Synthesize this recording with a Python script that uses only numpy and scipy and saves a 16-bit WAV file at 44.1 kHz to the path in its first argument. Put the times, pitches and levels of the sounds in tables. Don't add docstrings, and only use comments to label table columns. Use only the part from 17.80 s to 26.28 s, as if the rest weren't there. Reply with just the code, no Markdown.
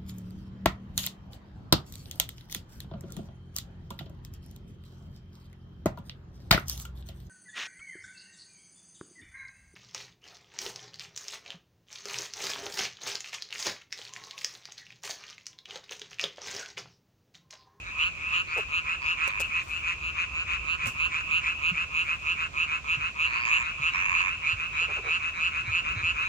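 import sys
import numpy as np
from scipy import signal
from scipy.fft import rfft, irfft, next_fast_len
from scipy.io import wavfile
from scipy.ndimage import map_coordinates

SR = 44100
rng = np.random.default_rng(int(sys.argv[2]) if len(sys.argv) > 2 else 0)


def int16_out(signal):
    q = np.round(np.clip(np.atleast_2d(signal).T, -1, 1) * 32767)
    wavfile.write(sys.argv[1], SR, q.astype(np.int16))


N = 373968


def from_db(db):
    return 10 ** (np.asarray(db) / 20)


def rms_one(x):
    return x / np.sqrt(np.mean(x ** 2) + 1e-20)


def colour(x, spectrum):
    pitch_hz, level_db = np.transpose(spectrum)
    size = next_fast_len(x.shape[-1])
    bins_hz = np.maximum(np.fft.rfftfreq(size, 1 / SR), 1)
    gain = from_db(np.interp(np.log(bins_hz), np.log(pitch_hz), level_db))
    shaped = irfft(rfft(x, size) * gain, size)
    return rms_one(shaped[..., :x.shape[-1]])


def stereo_noise(count, side_db):
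    mid, side = rng.standard_normal((2, count))
    return mid + from_db(side_db) * side * [[1], [-1]]


def add(out, start_s, sound):
    at = round(start_s * SR)
    first, last = max(at, 0), min(at + sound.shape[-1], N)
    if last > first:
        out[:, first:last] += sound[..., first - at:last - at]


def at_time(rows, t):
    time, *columns = np.transpose(rows)
    return [np.interp(t, time, column) for column in columns]


def drift(count):
    return np.interp(np.linspace(0, count - 1, N), np.arange(count), rng.standard_normal(count))


def place(x, pan_db, lead_ms):
    n = np.arange(len(x))
    left = map_coordinates(x, [n + lead_ms * SR / 1000], order=3)
    return np.array([left * from_db(pan_db / 2), x * from_db(-pan_db / 2)])


def bank_echo(x, t60_s, wet_db):
    t = np.arange(SR // 2) / SR
    fade = from_db(-60 * t / t60_s) * (t > .003)
    tail = rng.standard_normal((2, len(t))) * fade
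    tail /= np.sqrt(np.sum(tail ** 2, axis=1, keepdims=True))
    return x + from_db(wet_db) * signal.fftconvolve(x, tail, axes=1)[:, :N]


# (pitch_hz, level_db)
RUMBLE_COLOUR = [(15, -41), (25, -4.5), (43, 2), (64, 8), (128, -2), (275, -12.5), (372, -14), (452, -17),
                 (517, -17), (565, -15.5), (798, -22), (900, -47.5), (1170, -57.5), (1980, -120)]
# (time_s, level_db)
RUMBLE_COURSE = [(0.0, -51.5), (3.33, -49.5), (5.74, -50.5), (7.91, -49.5), (8.12, -44), (8.48, -49)]


def town_rumble():
    raise_db, sway_db = 2, 0.14
    course_db, = at_time(RUMBLE_COURSE, np.arange(N) / SR)
    level_db = course_db + raise_db + sway_db * drift(count=40)
    return from_db(level_db) * colour(stereo_noise(N, side_db=-16), RUMBLE_COLOUR)


def breeze():
    level_db, gust_db = -55.5, 0.5
    spectrum = [(20, -43), (45, -1.5), (62, 4.5), (110, -10.5), (300, -50)]
    gusts = from_db(level_db + gust_db * drift(count=30))
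    return gusts * colour(rng.standard_normal((2, N)), spectrum)


# (pitch_hz, level_db)
WASH_COLOUR = [(600, -4), (1100, 0), (1800, -3), (2600, 3), (3500, -4.5), (5200, -10), (7000, -7),
               (8500, -19.5), (11000, -29.5), (15500, -34)]


def distant_wash():
    return from_db(-50.5) * colour(stereo_noise(N, side_db=1.0), WASH_COLOUR)


def night_air():
    low_cut = signal.butter(4, 36, "high", fs=SR, output="sos")
    air = town_rumble() + breeze() + distant_wash()
    return signal.sosfilt(low_cut, air) * from_db([[-1.2], [1.1]])


# (start_s, peak_of_outline_db, pitch_hz)
BUMPS = [(2.802, -36.5, 59.6), (3.035, -39, 150), (3.062, -33.5, 109), (3.068, -42, 234), (3.913, -33, 174),
         (5.17, -37, 139), (5.997, -37, 131), (6.729, -33.5, 98), (7.878, -31, 106), (8.162, -32.5, 107),
         (8.229, -32.5, 91)]


def bumps():
    out, t = np.zeros((2, N)), np.arange(SR // 2) / SR
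    x = t / .009
    outline = x * np.exp(1 - x)
    for start_s, level_db, pitch_hz in BUMPS:
        add(out, start_s, from_db(level_db) * outline * np.sin(2 * np.pi * pitch_hz * t))
    return out


# (start_s, level_db, decay_s, knock_relative_db)
CLICKS = [(.775, -44, .019, -3), (1.477, -34.5, 0.0058, -2), (1.598, -37.5, 0.0091, -12),
          (1.603, -29, 0.0054, -5), (1.613, -30.5, 0.0047, -15), (1.83, -56, 0.079, -20),
          (1.88, -54.5, 0.14, -20), (3.057, -38.5, 0.0071, -9), (3.068, -36, 0.026, -9),
          (4.18, -60, 0.22, -18)]
# (pitch_hz, level_db)
CLICK_COLOUR = [(200, -15), (500, 0), (950, -0.5), (1600, 1), (4000, -4.5), (7500, 1.5), (10000, -7.5),
                (15000, -11)]
# (pitch_hz, level_db, decay_s)
CASE_MODES = [(446, -12, 0.013), (550, 0, 0.0093), (870, -3.5, 0.0053)]


def finger_clicks():
    out, t = np.zeros((2, N)), np.arange(SR // 2) / SR
    knock = sum(from_db(level_db) * np.exp(-t / decay_s) * np.sin(2 * np.pi * pitch_hz * t)
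                for pitch_hz, level_db, decay_s in CASE_MODES)
    for start_s, level_db, decay_s, knock_db in CLICKS:
        grit = colour(stereo_noise(len(t), side_db=0.0), CLICK_COLOUR)
        fade = np.exp(-t / decay_s) + from_db(-27) * np.exp(-t / 0.085)
        add(out, start_s, from_db(level_db) * (grit * fade + from_db(knock_db) * knock))
    return out


# (start_s, length_s, level_db, start_pitch_hz, end_pitch_hz, edge_relative_db)
FALLING_NOTES = [(0.764, 0.044, -32, 537, 393, 0), (7.008, .04, -55, 477, 400, 12),
                 (7.08, 0.049, -47.5, 482, 385, 7), (7.162, 0.052, -46, 498, 375, 7.5),
                 (7.235, 0.078, -45.5, 503, 400, 5)]


def squeak_and_clucks():
    out = np.zeros((2, N))
    edge_colour = [(230, -28), (380, 1.5), (820, -3.0), (1500, -12), (3000, -58)]
    for start_s, length_s, level_db, from_hz, to_hz, edge_db in FALLING_NOTES:
        progress = np.linspace(0, 1, int(length_s * SR))
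        phase = 2 * np.pi * np.cumsum(from_hz + (to_hz - from_hz) * progress) / SR
        hoarse = colour(rng.standard_normal(len(progress)), edge_colour)
        edge = 0.59 * hoarse + 0.17 * np.sin(2 * phase)
        note = np.sin(phase) + from_db(edge_db) * edge
        outline = np.sqrt(np.abs(np.sin(np.pi * progress))) * from_db(-4 * progress)
        add(out, start_s, from_db(level_db) * outline * note)
    return out


def pulse_times(length_s, first_rate, quickening, jitter_ms):
    k = np.arange(60)
    times = (np.sqrt(first_rate ** 2 + 2 * quickening * k) - first_rate) / quickening
    times = np.abs(times + rng.standard_normal(len(k)) * jitter_ms / 1000)
    return times[times < length_s]


def bursts(times, length_s, sizes, pitch_hz, ring_ms):
    age = np.arange(400) / SR
    x = age * 1000 / ring_ms
    outline = x ** 2 * np.exp(-x)
    since_peak = age - 2 * ring_ms / 1000
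    tone = np.cos(2 * np.pi * np.outer(pitch_hz * np.ones(len(times)), since_peak))
    pulses = sizes[:, None] * outline * tone
    where = (times * SR).astype(int)[:, None] + np.arange(len(age))
    return rms_one(np.bincount(where.ravel(), pulses.ravel(), int(length_s * SR) + len(age) + 1))


# (pitch_hz, level_db)
RASP_COLOUR = [(780, -63.5), (1020, 18.5), (1500, 0.5), (2100, 8.5), (2700, 6.5), (3400, -0.5),
               (4400, -11.5), (5600, -14), (7100, -7), (8300, -25.5), (9400, -25.5), (11000, -73)]


def rasp(gate):
    return colour(gate * rng.standard_normal(len(gate)), RASP_COLOUR)


def croak(length_s, sac_db, throat_db, tones, swell, sac_hz, sac_rise, sac_ring_ms,
          roughness, rasp_db, start_pulses_per_s):
    pitch_scatter = 0.02
    times = pulse_times(length_s, rng.normal(start_pulses_per_s, 2), quickening=420,
                        jitter_ms=.22 * roughness)
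    progress = times / length_s
    sac_size, low_size = at_time(swell, progress)
    tension = np.minimum(progress, .75) - .6
    pitch_hz = sac_hz * (1 + pitch_scatter * roughness * rng.standard_normal())

    def ring(size, hz, ring_ms):
        strength, detune = roughness * rng.standard_normal((2, len(times)))
        return bursts(times, length_s, size * from_db(3.5 * strength), hz * (1 + .02 * detune), ring_ms)

    call = from_db(sac_db) * ring(sac_size, pitch_hz * (1 + sac_rise * tension), sac_ring_ms)
    for k, (tone_hz, ring_ms, rise, tone_db) in enumerate(tones):
        size = low_size if k == 0 else sac_size
        call += from_db(throat_db + tone_db) * ring(size, tone_hz * (1 + rise * tension), ring_ms)
    gate = ring(low_size, 0, .55)
    return call + from_db(throat_db + rasp_db) * rasp(gate)


HOARSE_SWELL = [(0, 0.066, .25), (.22, 0.48, .68), (.43, 0.95, 1), (.75, 0.93, 0.82), (.9, .45, .7),
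                (1, 0.27, 0.21)]


def far_frogs(count=6):
    out = np.zeros((2, N))
    # (pitch_hz, ring_ms, rise_share, relative_db)
    voice = dict(tones=[(1230, .55, 0.16, 0.013)], swell=HOARSE_SWELL, sac_rise=0.13, sac_ring_ms=.95,
                 roughness=.2, rasp_db=2, start_pulses_per_s=138)
    lowest, highest = [.28, 2480, -4, -.3], [.36, 2740, 2, .5]
    for period_s, pitch_hz, pan_db, lead_ms in rng.uniform(lowest, highest, (count, 4)):
        for start_s in np.arange(-rng.random() * period_s, N / SR, period_s):
            call = croak(.13, sac_db=-45.5, throat_db=-63, sac_hz=pitch_hz, **voice)
            add(out, start_s + rng.normal(0, .015), place(call, pan_db, lead_ms))
    return out


# (start_s, length_s, level_db, start_pulses_per_s,
#                  whistle_start_hz, whistle_end_hz, whistle_relative_db)
RATTLES = [(0.675, 0.062, -56.5, 120, 4150, 4700, 1), (1.219, 0.097, -44.5, 120, 4700, 5300, -10),
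           (1.466, 0.12, -40.5, 100, 4000, 4300, -32), (5.465, 0.23, -38, 115, 4080, 5000, -14.5),
           (5.652, .182, -34.5, 113, 6630, 7100, -14.5), (6.136, 0.12, -34.5, 91, 5400, 6500, -19),
           (6.261, 0.24, -34, 88, 6560, 6660, -20)]
# (pitch_hz, ring_ms, relative_db)
RATTLE_TONES = [(1086, 0.672, -4), (1700, .45, -5.5), (2437, 0.682, 5)]


def rattles():
    out = np.zeros((2, N))
    for start_s, length_s, level_db, pulses_per_s, from_hz, to_hz, whistle_db in RATTLES:
        times = pulse_times(length_s, pulses_per_s, quickening=25, jitter_ms=.15)
        sizes = from_db(rng.normal(0, 1.6, len(times)))
        call = sum(from_db(tone_db) * bursts(times, length_s, sizes, tone_hz, ring_ms)
                   for tone_hz, ring_ms, tone_db in RATTLE_TONES)
        whistle_hz = np.interp(times, [0, length_s], [from_hz, to_hz])
        call += from_db(whistle_db) * bursts(times, length_s, sizes, whistle_hz, .36)
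        gate = bursts(times, length_s, sizes, 0, .55)
        call += from_db(-8.5) * rasp(gate)
        add(out, start_s, from_db(level_db) * place(call, pan_db=-3, lead_ms=.26))
    return out


def frog(bouts, heard, voice):
    out = np.zeros((2, N))
    for first_s, last_s, count, length_s in bouts:
        for start_s in np.linspace(first_s, last_s, round(count)):
            sac_db, throat_db, pan_db, lead_ms = at_time(heard, start_s + length_s / 2)
            add(out, start_s, place(croak(length_s, sac_db, throat_db, **voice), pan_db, lead_ms))
    return out


# (first_call_s, last_call_s, number_of_calls, call_length_s)
REEDY_BOUTS = [(.03, .03, 1, .09), (5.798, 6.085, 2, .09), (6.612, 8.138, 6, .09), (8.4, 8.4, 1, .09)]
# (time_s, sac_db, throat_db, left_over_right_db, left_lead_ms)
REEDY_HEARD = [(.07, -43.5, -53, 0, .35), (6.1, -43.5, -54.5, -1, 0.3), (6.65, -32.5, -54, -1, .45),
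               (7.001, -38, -52.5, -1, 0.54), (7.9, -37, -51, -1, .48), (8.2, -38.5, -48, -1, 0.45),
               (8.45, -35.5, -49, -1, 0.32)]
# (pitch_hz, ring_ms, rise_share, relative_db)
REEDY_TONES = [(1350, 0.34, .1, 5), (3905, 0.635, .02, -4), (6400, .35, .05, -15.5), (1900, .4, .093, -3)]


def reedy_frog():
    voice = dict(tones=REEDY_TONES, swell=HOARSE_SWELL, sac_hz=2390, sac_rise=.08, sac_ring_ms=0.896,
                 roughness=.25, rasp_db=-4, start_pulses_per_s=161.6)
    return frog(REEDY_BOUTS, REEDY_HEARD, voice)


# (first_call_s, last_call_s, number_of_calls, call_length_s)
THIRD_BOUTS = [(1.42, 3.605, 8, .098)]
# (time_s, sac_db, throat_db, left_over_right_db, left_lead_ms)
THIRD_HEARD = [(1.45, -38, -44, -1, 0.48), (3.65, -37, -46, -1.5, 0.4)]
# (pitch_hz, ring_ms, rise_share, relative_db)
THIRD_TONES = [(1390, 0.27, .1, -4), (3980, .5, .02, -15), (6500, .35, .05, -19), (1910, 0.43, .093, -4.5)]


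def third_frog():
    voice = dict(tones=THIRD_TONES, swell=HOARSE_SWELL, sac_hz=2408, sac_rise=0.073, sac_ring_ms=.85,
                 roughness=0.55, rasp_db=5, start_pulses_per_s=150.8)
    return frog(THIRD_BOUTS, THIRD_HEARD, voice)


# (first_call_s, last_call_s, number_of_calls, call_length_s)
SHRILL_BOUTS = [(.17, .505, 2, .078)]
# (time_s, sac_db, throat_db, left_over_right_db, left_lead_ms)
SHRILL_HEARD = [(.2, -29, -40.5, -1, 0.36), (.55, -33, -41, -1.1, 0.36)]


def shrill_frog():
    voice = dict(tones=NEAR_TONES, swell=HOARSE_SWELL, sac_hz=2780, sac_rise=0.2, sac_ring_ms=0.703,
                 roughness=.4, rasp_db=0.5, start_pulses_per_s=139.3)
    return frog(SHRILL_BOUTS, SHRILL_HEARD, voice)


# (first_call_s, last_call_s, number_of_calls, call_length_s)
RIVAL_BOUTS = [(.37, .672, 2, .165), (1.042, 3.303, 8, .119), (3.62, 6.118, 9, .115),
               (6.441, 8.338, 7, .119)]
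# (time_s, sac_db, throat_db, left_over_right_db, left_lead_ms)
RIVAL_HEARD = [(.45, -36, -44, 0, .36), (.75, -32.5, -38, 1.5, .41), (1.42, -31.5, -35.5, -3.5, .42),
               (1.75, -32, -41, 0, 0.41), (2.7, -35, -40, 5.5, 0.49), (3.05, -36, -39, -3.5, 0.45),
               (3.7, -30.5, -37.5, -.5, .42), (4.9, -32, -36.5, -1, 0.45), (6.15, -36.5, -39, 0.5, 0.46),
               (6.5, -34, -41, -.5, 0.47), (8.4, -33, -37, 0.5, 0.46)]
# (pitch_hz, ring_ms, rise_share, relative_db)
RIVAL_TONES = [(1357, .37, 0.14, -1.5), (3900, .4, 0.13, -22), (7090, .3, 0.5, -30.5),
               (2130, 0.528, 0.36, -6), (9700, 0.29, .05, -44)]


def rival():
    voice = dict(tones=RIVAL_TONES, swell=HOARSE_SWELL, sac_hz=2576, sac_rise=0.2, sac_ring_ms=0.853,
                 roughness=.33, rasp_db=-4.5, start_pulses_per_s=138.8)
    return frog(RIVAL_BOUTS, RIVAL_HEARD, voice)


# (first_call_s, last_call_s, number_of_calls, call_length_s)
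NEAR_BOUTS = [(.158, .488, 2, .138), (.886, .886, 1, .12), (1.212, 2.83, 6, .134), (3.15, 4.106, 4, .133),
              (4.422, 5.665, 5, .123), (5.984, 6.622, 3, .124), (6.931, 8.192, 5, .135)]
# (time_s, sac_db, throat_db, left_over_right_db, left_lead_ms)
NEAR_HEARD = [(.2, -30, -41, -1.5, 0.25), (1.25, -29, -39, 1, 0.33), (1.6, -33.5, -46, 1.5, 0.42),
              (1.9, -36.5, -46, 4.5, 0.43), (2.57, -33.5, -44.5, -1, 0.17), (2.9, -31, -42, -5.5, .25),
              (3.5, -26.5, -41, -3.5, .27), (4.17, -28.5, -40.5, -2, 0.32), (4.5, -29.5, -40.5, -2, 0.35),
              (5.7, -27, -38.5, -2, 0.32), (6.4, -29.5, -38, -2.5, 0.38), (8.3, -28, -39.5, -1, .39)]
# (pitch_hz, ring_ms, rise_share, relative_db)
NEAR_TONES = [(1350, 0.46, .31, -0.5), (4067, .35, 0.15, -13.5), (6900, .5, 0.053, -17.5),
              (1926, .7, 0.17, -17), (9400, 0.84, .03, -45)]
CLEAN_SWELL = [(0, .05, .45), (.22, .2, .62), (.38, .88, .8), (.6, 1, .85), (.84, .92, .96), (.94, .4, .55),
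               (1, .1, .3)]


def near_male():
    voice = dict(tones=NEAR_TONES, swell=CLEAN_SWELL, sac_hz=2611, sac_rise=.18, sac_ring_ms=0.73,
                 roughness=0.14, rasp_db=-4, start_pulses_per_s=135.4)
    return frog(NEAR_BOUTS, NEAR_HEARD, voice)


def scene():
    callers = near_male() + rival() + third_frog() + reedy_frog() + shrill_frog()
    close = bank_echo(callers + rattles(), t60_s=.11, wet_db=-7)
    frogs = close + bank_echo(far_frogs(), t60_s=.25, wet_db=0)
    frogs = signal.sosfiltfilt(signal.butter(9, 890, "high", fs=SR, output="sos"), frogs)
    return night_air() + bumps() + finger_clicks() + squeak_and_clucks() + frogs


def record(dry):
    return signal.sosfilt(signal.ellip(10, .1, 80, 15700, fs=SR, output="sos"), dry)


dry = scene()
out = record(dry)
int16_out(out)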